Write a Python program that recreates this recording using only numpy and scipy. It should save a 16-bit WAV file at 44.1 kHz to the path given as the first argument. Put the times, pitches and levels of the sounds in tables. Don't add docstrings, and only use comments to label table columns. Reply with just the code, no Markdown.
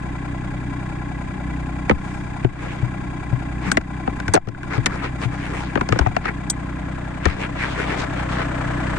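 import sys
import numpy as np
from scipy import signal
from scipy.fft import rfft, irfft, next_fast_len
from scipy.io import wavfile
from scipy.ndimage import uniform_filter1d, minimum_filter1d

SR = 44100
rng = np.random.default_rng(int(sys.argv[2]) if len(sys.argv) > 2 else 0)


def int16_out(signal):
    q = np.round(np.clip(np.atleast_2d(signal).T, -1, 1) * 32767)
    wavfile.write(sys.argv[1], SR, q.astype(np.int16))


N = 396018
TIME = np.arange(N) / SR
CRANK_HZ, CYLINDER_COUNT = 20.8, 3
FIRING_HZ = CRANK_HZ * CYLINDER_COUNT / 2


def from_db(db):
    return 10 ** (np.asarray(db) / 20)


def unit_rms(x):
    return x / np.sqrt(np.mean(x ** 2) + 1e-20)


def unit_hit(sound):
    return sound / np.sqrt(np.sum(sound ** 2) / 2 / (SR / 50) + 1e-20)


def at_hz(points, hz):
    point_hz, value = np.transpose(points)
    return np.interp(np.log(hz + 1), np.log(point_hz), value)


def drift(rate_hz):
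    knots = rng.standard_normal(int(rate_hz * N / SR) + 2)
    return unit_rms(np.interp(TIME * rate_hz, np.arange(len(knots)), knots))


def band(x, low_hz, high_hz):
    return signal.sosfilt(signal.butter(2, [low_hz, high_hz], "band", fs=SR, output="sos"), x)


def pan(left_db):
    return unit_rms(from_db([[left_db / 2], [-left_db / 2]]))


def add(out, start_s, sound):
    at = round(start_s * SR)
    out[:, at:at + sound.shape[1]] += sound[:, :N - at]


def noise(spectrum, resonances=(), white=None):
    # freq_hz, correlation (clipped below)
    likeness = [(60, 1), (130, 0.3), (270, 1.16), (580, -0.67), (1230, 1), (2620, -0.24), (5570, 0),
                (11800, 0)]
    # freq_hz, left_db
    left_bias = [(60, -5), (110, 1.5), (190, 1), (350, 1.5), (630, 6.5), (1130, 8.5), (2030, 1), (3660, 1),
                 (6590, 5.5), (11800, -8.5)]
    size = next_fast_len(N)
    hz = np.arange(size // 2 + 1) * SR / size
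    peaks_db = sum(lift / (1 + (2 * (hz - centre) / width) ** 2) for centre, width, lift in resonances)
    alike, sign = np.clip(at_hz(likeness, hz), -.98, .98), np.array([[1], [-1]])
    level_db = at_hz(spectrum, hz) + peaks_db + sign * at_hz(left_bias, hz) / 2
    mid, side = rfft(rng.standard_normal((2, size)) if white is None else white, size)
    pair = np.sqrt(1 + alike) * mid + sign * np.sqrt(1 - alike) * side
    return unit_rms(irfft(pair * from_db(level_db), size)[:, :N])


def ring(age_s, hz, t60_s, rise_s):
    age_s = np.maximum(age_s, 0)
    return np.sin(2 * np.pi * hz * age_s) * from_db(-60 * age_s / t60_s) * (1 - np.exp(-age_s / rise_s))


def lows_late(sound, delay_cycles=2.2):
    size = next_fast_len(sound.shape[1])
    hz = np.arange(size // 2 + 1) * SR / size
    phase = 2 * np.pi * delay_cycles * np.log1p(hz / 20)
    return irfft(rfft(sound, size) * np.exp(-1j * phase), size)[:, :sound.shape[1]]


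def cyclic_noise(firings, repeat_share):
    size = round(2 * SR / CRANK_HZ)
    one_cycle = unit_rms(irfft(np.exp(2j * np.pi * rng.random((2, size // 2 + 1))), size))
    looped = one_cycle[:, (firings / CYLINDER_COUNT * size).astype(int) % size]
    return np.sqrt(repeat_share) * looped + np.sqrt(1 - repeat_share) * rng.standard_normal((2, N))


def firing_gain(firings, cylinder_db, peak_firings, depth_db, flatten=0.17):
    index = np.floor(firings - peak_firings + .5).astype(int)
    swell = np.cos(2 * np.pi * (firings - peak_firings))
    strength_db = cylinder_db[index % CYLINDER_COUNT] + rng.normal(0, 1.0, index.max() + 2)[index]
    return unit_rms(from_db(depth_db * (swell - flatten * swell ** 2) + strength_db * (1 + swell) / 2))


def throb(firings, pulse_firings=0.469, waver_db=1.5, smear_rad=0.012, right_lag_s=0.00027):
    # crank_multiple, relative_db
    orders = [(1.5, -43), (3, -32), (4.5, -45), (6, -33), (7.5, -37), (9, -36), (10.5, -74), (12, -40.5),
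              (13, -78), (13.5, -43), (14, -41.5), (15, -78), (16, -51), (31, -62), (32.5, -56)]
    turns = (firings - pulse_firings) * 2 / CYLINDER_COUNT
    wavers = [drift(6.1) for _ in range(3)]
    left = 0
    for i, (order, db) in enumerate(orders):
        lead_rad = 4.0 * (orders[0][0] / order) ** 5
        phase = 2 * np.pi * order * turns + lead_rad - smear_rad * order
        left = left + from_db(db + waver_db * wavers[i % 3]) * np.cos(phase)
    right = np.interp(TIME - right_lag_s, TIME, left)
    return -unit_rms(np.array([left, right])) * pan(.6)


def rumble(firings):
    # freq_hz, density_db
    spectrum = [(25, -6), (40, 3), (55, 4.5), (85, 3.5), (140, 2), (200, 4), (235, -4.5), (288, 4.5),
                (370, -4), (450, -16.5), (600, -50), (2000, -100)]
    return noise(spectrum, white=cyclic_noise(firings, repeat_share=0.35))


def clatter(firings, shocks, far_db, near_db, split_hz=1000):
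    # freq_hz, density_db
    far_spectrum = [(300, 5), (480, -2), (680, 3.5), (830, 4.5), (1200, -8.5), (1500, 1), (1850, -9.5),
                    (2450, -6.5), (3000, -14.5), (4500, -21), (5600, -28.5), (6600, -17.5), (9200, -22.5),
                    (11000, -39), (12500, -59)]
    # freq_hz, density_db
    near_spectrum = [(220, -49), (390, -34), (455, -6.5), (672, 0), (765, -15), (833, -8.5), (1170, -8.5),
                     (1650, -6), (2390, -17), (2760, -18), (5480, -33.5), (8280, -30), (11500, -60),
                     (15000, -82), (22000, -120)]
    # centre_hz, width_hz, lift_db
    resonances = [(785, 21, 2.5), (830, 30, 6), (1025, 33, 15.5), (1085, 25, 14), (1638, 48, 13),
                  (1982, 89, 14.5), (2324, 65, 12.5), (3290, 29, 13.5), (3700, 180, 7.5), (4920, 560, 7.5)]
    # bright_db, deep_db
    cylinders = [(2, 6.5), (3, 1.5), (4, 4.5)]
    bright_db, deep_db = np.transpose(cylinders)
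    far = noise(far_spectrum, resonances, shocks)
    near = noise(near_spectrum, white=cyclic_noise(firings, repeat_share=0.29))
    metal = from_db(far_db) * far + from_db(near_db) * near
    deep = signal.sosfiltfilt(signal.butter(2, split_hz, fs=SR, output="sos"), metal)
    deep_gain = firing_gain(firings, deep_db, peak_firings=-0.0024, depth_db=-2.0)
    bright_gain = firing_gain(firings, bright_db, peak_firings=0.024, depth_db=1.0)
    return deep * deep_gain + (metal - deep) * bright_gain


def valves(firings, spread_db=0.1, jitter_s=.0004, max_lag_s=0.00017):
    # place_firings, pitch_hz, over_clatter_db
    notes = [(0.01, 1693, -17), (0.7, 1617, -26), (0.781, 2380, -23.5), (1.02, 1704, -16.5),
             (0.999, 831, -18.5), (1.677, 1384, -16), (1.761, 803, -14), (1.82, 2306, -19),
             (2.67, 2342, -24.5), (2.903, 2036, -17)]
    out, cycles = np.zeros((2, N)), np.arange(int(firings[-1] / CYLINDER_COUNT) + 1)
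    for place, hz, db in notes:
        strike_s = np.interp(cycles * CYLINDER_COUNT + place, firings, TIME)
        strike_s += rng.normal(0, jitter_s, len(cycles))
        strikes, at = np.zeros(N), np.clip((strike_s * SR).astype(int), 0, N - 1)
        strikes[at] = from_db(rng.normal(0, spread_db, len(cycles)))
        note = ring(TIME[:SR // 12] - rng.uniform(0, max_lag_s, (2, 1)), hz, t60_s=0.043, rise_s=0.00044)
        out += from_db(db) * unit_rms(signal.oaconvolve(strikes[None], note, axes=1)[:, :N])
    return out * pan(1.4)


def clacks(firings, shocks, edge_ratio=1.428, rise_s=.0012, t60_s=0.031):
    # place_firings, centre_hz, over_clatter_db
    impacts = [(0.68, 2230, -24.5), (0.72, 900, -20), (0.8, 312, -13), (1.62, 2230, -29), (1.69, 741, -13),
               (2.64, 2230, -25), (2.7, 952, -18.5)]
    out = 0
    for place, hz, db in impacts:
        age_s = (firings - place) % CYLINDER_COUNT / FIRING_HZ
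        burst = shocks[0] * (1 - np.exp(-age_s / rise_s)) * from_db(-60 * age_s / t60_s)
        edges_hz = hz / edge_ratio, hz * edge_ratio
        out = out + from_db(db) * unit_rms(band(band(burst, *edges_hz), *edges_hz))
    return lows_late(out[None]) * pan(1.8)


def engine(start_m=3.33, lower_at_s=5.9, lowering_s=0.99):
    # time_s, walked_m
    approach = [(0, 0), (7.3, 0), (8, 1.28), (9, 1.85)]
    walked_m = np.interp(TIME, *np.transpose(approach))
    closer_db = 20 * np.log10(start_m / (start_m - walked_m))
    lowered = np.clip((TIME - lower_at_s) / lowering_s, 0, 1)
    bass_db = -28.5 + 0.59 * closer_db - 0.5 * lowered
    far_db = -36.5 + 0.21 * closer_db - 3 * lowered
    near_db = -46 + 1.4 * closer_db + 8.5 * lowered
    firings = FIRING_HZ * (TIME + walked_m / 343) + 0.0024 * drift(8)
    shocks = cyclic_noise(firings, repeat_share=.55)
    block = clatter(firings, shocks, far_db, near_db)
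    bass = from_db(bass_db) * (throb(firings) + from_db(-5.0) * rumble(firings))
    ticking = np.hypot(from_db(far_db), from_db(near_db - 2)) * valves(firings)
    clacking = np.hypot(from_db(far_db), from_db(near_db)) * clacks(firings, shocks)
    return bass + block + ticking + clacking


def swells(rows):
    power = np.zeros(N)
    for centre_s, half_s, db in rows:
        near = np.abs(TIME - centre_s) < .25
        power[near] += from_db(2 * db) * np.exp(-((TIME[near] - centre_s) / half_s) ** 2)
    return np.sqrt(power)


def rustles(catches_per_s=2600, wander_db=3.5, grain_db=-0.5):
    # freq_hz, density_db
    grass_spectrum = [(300, 9), (700, -2), (1450, 0.5), (2200, 0), (3200, -12), (5500, -21), (8000, -25),
                      (10500, -33), (12500, -55)]
    # freq_hz, density_db
    blade_spectrum = [(1200, -30), (2200, 2), (3300, 5), (5500, -10), (8000, -14), (10500, -25),
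                      (12500, -47)]
    # centre_s, half_length_s, level_db
    rubs = [(2.68, 0.11, -36.5), (3.676, 0.033, -29.5), (4.747, 0.026, -27), (4.94, 0.054, -31.5),
            (5.045, 0.021, -26), (5.232, 0.018, -26), (5.34, 0.013, -31.5), (5.55, 0.13, -31),
            (5.977, 0.053, -32.5), (6.267, 0.022, -27), (7.295, 0.038, -27)]
    # centre_s, half_length_s, rustle_db, crackle_db
    swishes = [(2.104, 0.088, -46.5, -60), (7.425, 0.026, -25, -67), (7.642, 0.047, -26, -38.5),
               (7.718, 0.024, -34, -37), (7.807, 0.033, -25.5, -40), (7.912, 0.046, -26, -39.5),
               (8.006, 0.029, -23.5, -42), (8.189, 0.028, -32, -43), (8.332, 0.023, -29.5, -38),
               (8.402, 0.038, -27, -57)]
    # centre_s, half_length_s, level_db
    slides = [(2.12, 0.11, -56), (3.68, 0.021, -49), (5.245, 0.014, -48), (5.59, 0.028, -49)]
    catches = rng.standard_normal((2, N)) * (rng.random(N) < catches_per_s / SR)
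    rustle, edges_hz = noise(grass_spectrum, white=catches), np.geomspace(350, 11500, 10)
    shifting = sum(band(rustle, low, high) * (-1) ** k * from_db(wander_db * drift(24))
                   for k, (low, high) in enumerate(zip(edges_hz, edges_hz[1:])))
    shifting = unit_rms(shifting * from_db(grain_db * drift(700)))
    blades = noise(blade_spectrum)
    hiss = unit_rms(band(rng.standard_normal((2, N)), 4700, 8400))
    rustle_gain = swells(rubs + [(s, half_s, db) for s, half_s, db, _ in swishes])
    blade_gain = swells([(s, half_s, db) for s, half_s, _, db in swishes])
    return rustle_gain * shifting + blade_gain * blades + swells(slides) * hiss


def contact(age_s, rise_s, t60_s):
    envelope = (1 - np.exp(-(age_s / rise_s) ** 2)) * from_db(-60 * age_s / t60_s)
    return rng.standard_normal((2, len(age_s))) * envelope


def at_mics(age_s, onset_s=0.0003, left_lag_s=0.0006):
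    return age_s - onset_s - np.array([[left_lag_s], [0]])


def casing(age_s):
    burst = contact(age_s, rise_s=0.0008, t60_s=0.035)
    thud = unit_hit(band(band(burst, 170, 490), 156, 560))
    body = unit_hit(ring(at_mics(age_s), hz=320, t60_s=0.011, rise_s=0.00024))
    return unit_hit(body + 0.76 * thud)


def hollow(hz):
    return unit_hit(ring(at_mics(TIME[:SR // 8]), hz, t60_s=0.029, rise_s=0.00024))


def shell_hit(hz, t60_s, ring_share, body_db, tick_db, tick_top_hz):
    age_s = TIME[:SR // 8]
    grit = contact(age_s, rise_s=0.001, t60_s=0.022)
    tick = unit_hit(band(band(grit, 2160, tick_top_hz), 1500, 7400))
    burst = contact(age_s, rise_s=0.0007, t60_s=0.028)
    crunch = unit_hit(band(band(burst, hz * 0.45, 2550), 200, 2520))
    fundamental = ring(at_mics(age_s), hz, t60_s, rise_s=0.0011)
    overtone = ring(at_mics(age_s), 1.925 * hz, t60_s=0.012, rise_s=0.00044)
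    shell = unit_hit(fundamental + from_db(-21) * overtone)
    clack = unit_hit(ring_share * shell + (1 - ring_share) * crunch)
    return clack + from_db(body_db) * casing(age_s) + from_db(tick_db) * tick


def spring(max_lag_s=0.000388):
    # start_s, level_db
    snaps = [(3.714, -31), (4.336, -18), (6.498, -20)]
    # pitch_hz, relative_db, t60_s
    modes = [(3270, -9, 0.037), (3940, -5, 0.02), (5020, -2, 0.024), (6130, 2.5, 0.032), (6930, 1, 0.039),
             (8050, 4, 0.043), (8500, 6, 0.027), (9710, -19, 0.016)]
    out, age_s = np.zeros((2, N)), TIME[:SR // 8]
    for start_s, db in snaps:
        scrape = band(band(contact(age_s, rise_s=0.0043, t60_s=0.017), 3500, 10500), 3500, 10500)
        ringing = 0
        for hz, mode_db, t60_s in modes:
            lag_s = rng.uniform(0, max_lag_s, (2, 1))
            ringing = ringing + from_db(mode_db) * ring(age_s - lag_s, hz, t60_s, rise_s=0.0056)
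        add(out, start_s, from_db(db) * (unit_hit(ringing) + 0.63 * unit_hit(scrape)) * pan(2.9))
    return out


def jaw(lead_s=0.0012):
    # time_s, click_db, click_hz, tick_over_click_db
    slips = [(3.7161, -19.5, 1550, -7.5), (3.812, -37, 1550, -14), (4.2, -31, 1555, -13),
             (4.28, -26, 1530, -12), (4.547, -34.5, 1500, -31), (4.631, -33, 1560, -16),
             (4.8594, -20.5, 2030, 0.5), (4.864, -22.5, 1800, -7)]
    out = np.zeros((2, N))
    for time_s, db, hz, tick_db in slips:
        click = shell_hit(hz, t60_s=0.027, ring_share=0.52, body_db=-3.5,
                          tick_db=tick_db, tick_top_hz=9500)
        click += from_db(-5.5) * hollow(hz=1465)
        add(out, time_s - lead_s, from_db(db) * lows_late(click) * pan(4))
    return out


def thumps(right_db=-13, right_lag_s=0.00023):
    # start_s, strength_db, sway_hz
    bumps = [(1.917, -12, 75.4), (2.448, -7, 122), (2.828, -14.5, 121.5), (3.328, -12.5, 123.6),
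             (3.675, -21.5, 182), (4.288, -18, 101), (4.475, -10, 117), (4.78, -12.5, 122),
             (5.255, -15.5, 122), (5.918, -12.5, 116.5), (6.008, -10.5, 68.4), (6.068, -17, 114),
             (7.264, -11, 75)]
    out, age_s = np.zeros((2, N)), TIME[:SR // 4]
    for start_s, db, hz in bumps:
        sway = ring(age_s - np.array([[0], [right_lag_s]]), hz, t60_s=0.13, rise_s=0.0036)
        sway = from_db(db - 0.5) * unit_hit(sway * from_db([[0], [right_db]]))
        body = from_db(-22.5 + 0.87 * db) * casing(age_s) * pan(8)
        add(out, start_s, sway + body)
    return out


def knocks(lead_s=0.001003):
    # time_s, clack_db, clack_hz, hollow_db, hollow_hz, body_db, tick_db, left_db
    hits = [(1.8954, -15.5, 2255, 0.5, 856, 6.5, -20, -1), (1.9096, -19, 1270, 3, 820, 5, -25, 4),
            (2.4453, -29.5, 1520, -12, 560, 17.5, -22, 5.5), (3.7706, -12.5, 2018, 0.5, 660, -1, -14, 3),
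            (4.076, -31.5, 1250, 11, 776, 10.5, -36, 6), (4.338, -21, 1520, 11, 855, 12, -25, -4),
            (4.3441, -13.5, 1450, 10.5, 415, -7, -13.5, 15), (4.351, -8, 1140, 6, 587, 0, -6.5, 1),
            (4.361, -8.5, 1400, 5.5, 726, -1, -17, 17), (4.373, -15, 1300, 12.5, 726, -8, -22, 6),
            (4.472, -29.5, 1180, -10, 910, 11.5, -17, 7), (4.486, -28, 1360, -12, 507, 7, -9.5, 12),
            (4.779, -33, 1090, -4, 620, 9, -20, 1), (5.042, -33, 1900, -5, 1150, -1, -16, 3),
            (5.754, -22, 1570, -4, 840, 4, -20.5, 9), (5.774, -26.5, 1210, 2, 560, 3, -30, 4),
            (5.81, -26, 1410, 5.5, 1010, 3.5, -16.5, 3), (5.888, -29, 1440, -1, 667, 4, -5.5, 7),
            (5.923, -18.5, 1230, -1.5, 454, -6, -16.5, 4.5), (5.958, -32, 1450, 6, 500, 7.5, -32, 7),
            (5.989, -19, 1470, -4, 690, -3, -9.5, 4.5), (6.011, -33.5, 1310, 9, 890, 6, -32, 7),
            (6.061, -30.5, 1890, 13, 786, 4, -31, 8), (6.069, -29.5, 1180, 9, 737, -5, -17, 12),
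            (6.1646, -21.5, 1360, 6, 713, -3, -15, 8.5), (6.2545, -23, 1290, -4, 760, -6, -23, 3),
            (6.2872, -28, 1380, -14, 810, -3, -23, 7), (7.2542, -19.5, 1820, -5, 422, -1, -10.5, 9),
            (7.26, -21.5, 1350, -3, 710, 4, -33, 7)]
    out = np.zeros((2, N))
    for time_s, db, hz, hollow_db, hollow_hz, body_db, tick_db, left_db in hits:
        knock = shell_hit(hz, t60_s=0.025, ring_share=0.45, body_db=body_db,
                          tick_db=tick_db, tick_top_hz=7650)
        knock += from_db(hollow_db) * hollow(hollow_hz)
        add(out, time_s - lead_s, from_db(db) * lows_late(knock) * pan(left_db))
    return out


def scene():
    return engine() + knocks() + jaw() + thumps() + spring() + rustles()


def record(dry, ceiling=0.98, hold_s=0.093, release_db_per_s=62.0, cutoff_hz=12300):
    over_db = np.maximum(20 * np.log10(np.abs(dry).max(axis=0) / ceiling + 1e-9), 0)
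    half_hold, ahead = int(hold_s * SR / 2), SR // 1000
    held_db = -minimum_filter1d(-over_db, 2 * half_hold + 1, origin=half_hold - ahead)
    duck_db = np.maximum.accumulate(held_db + release_db_per_s * TIME) - release_db_per_s * TIME
    limited = dry * from_db(-uniform_filter1d(duck_db, size=2 * ahead))
    return signal.sosfilt(signal.ellip(10, .1, 70, cutoff_hz, fs=SR, output="sos"), limited)


dry = scene()
out = record(dry)
int16_out(out)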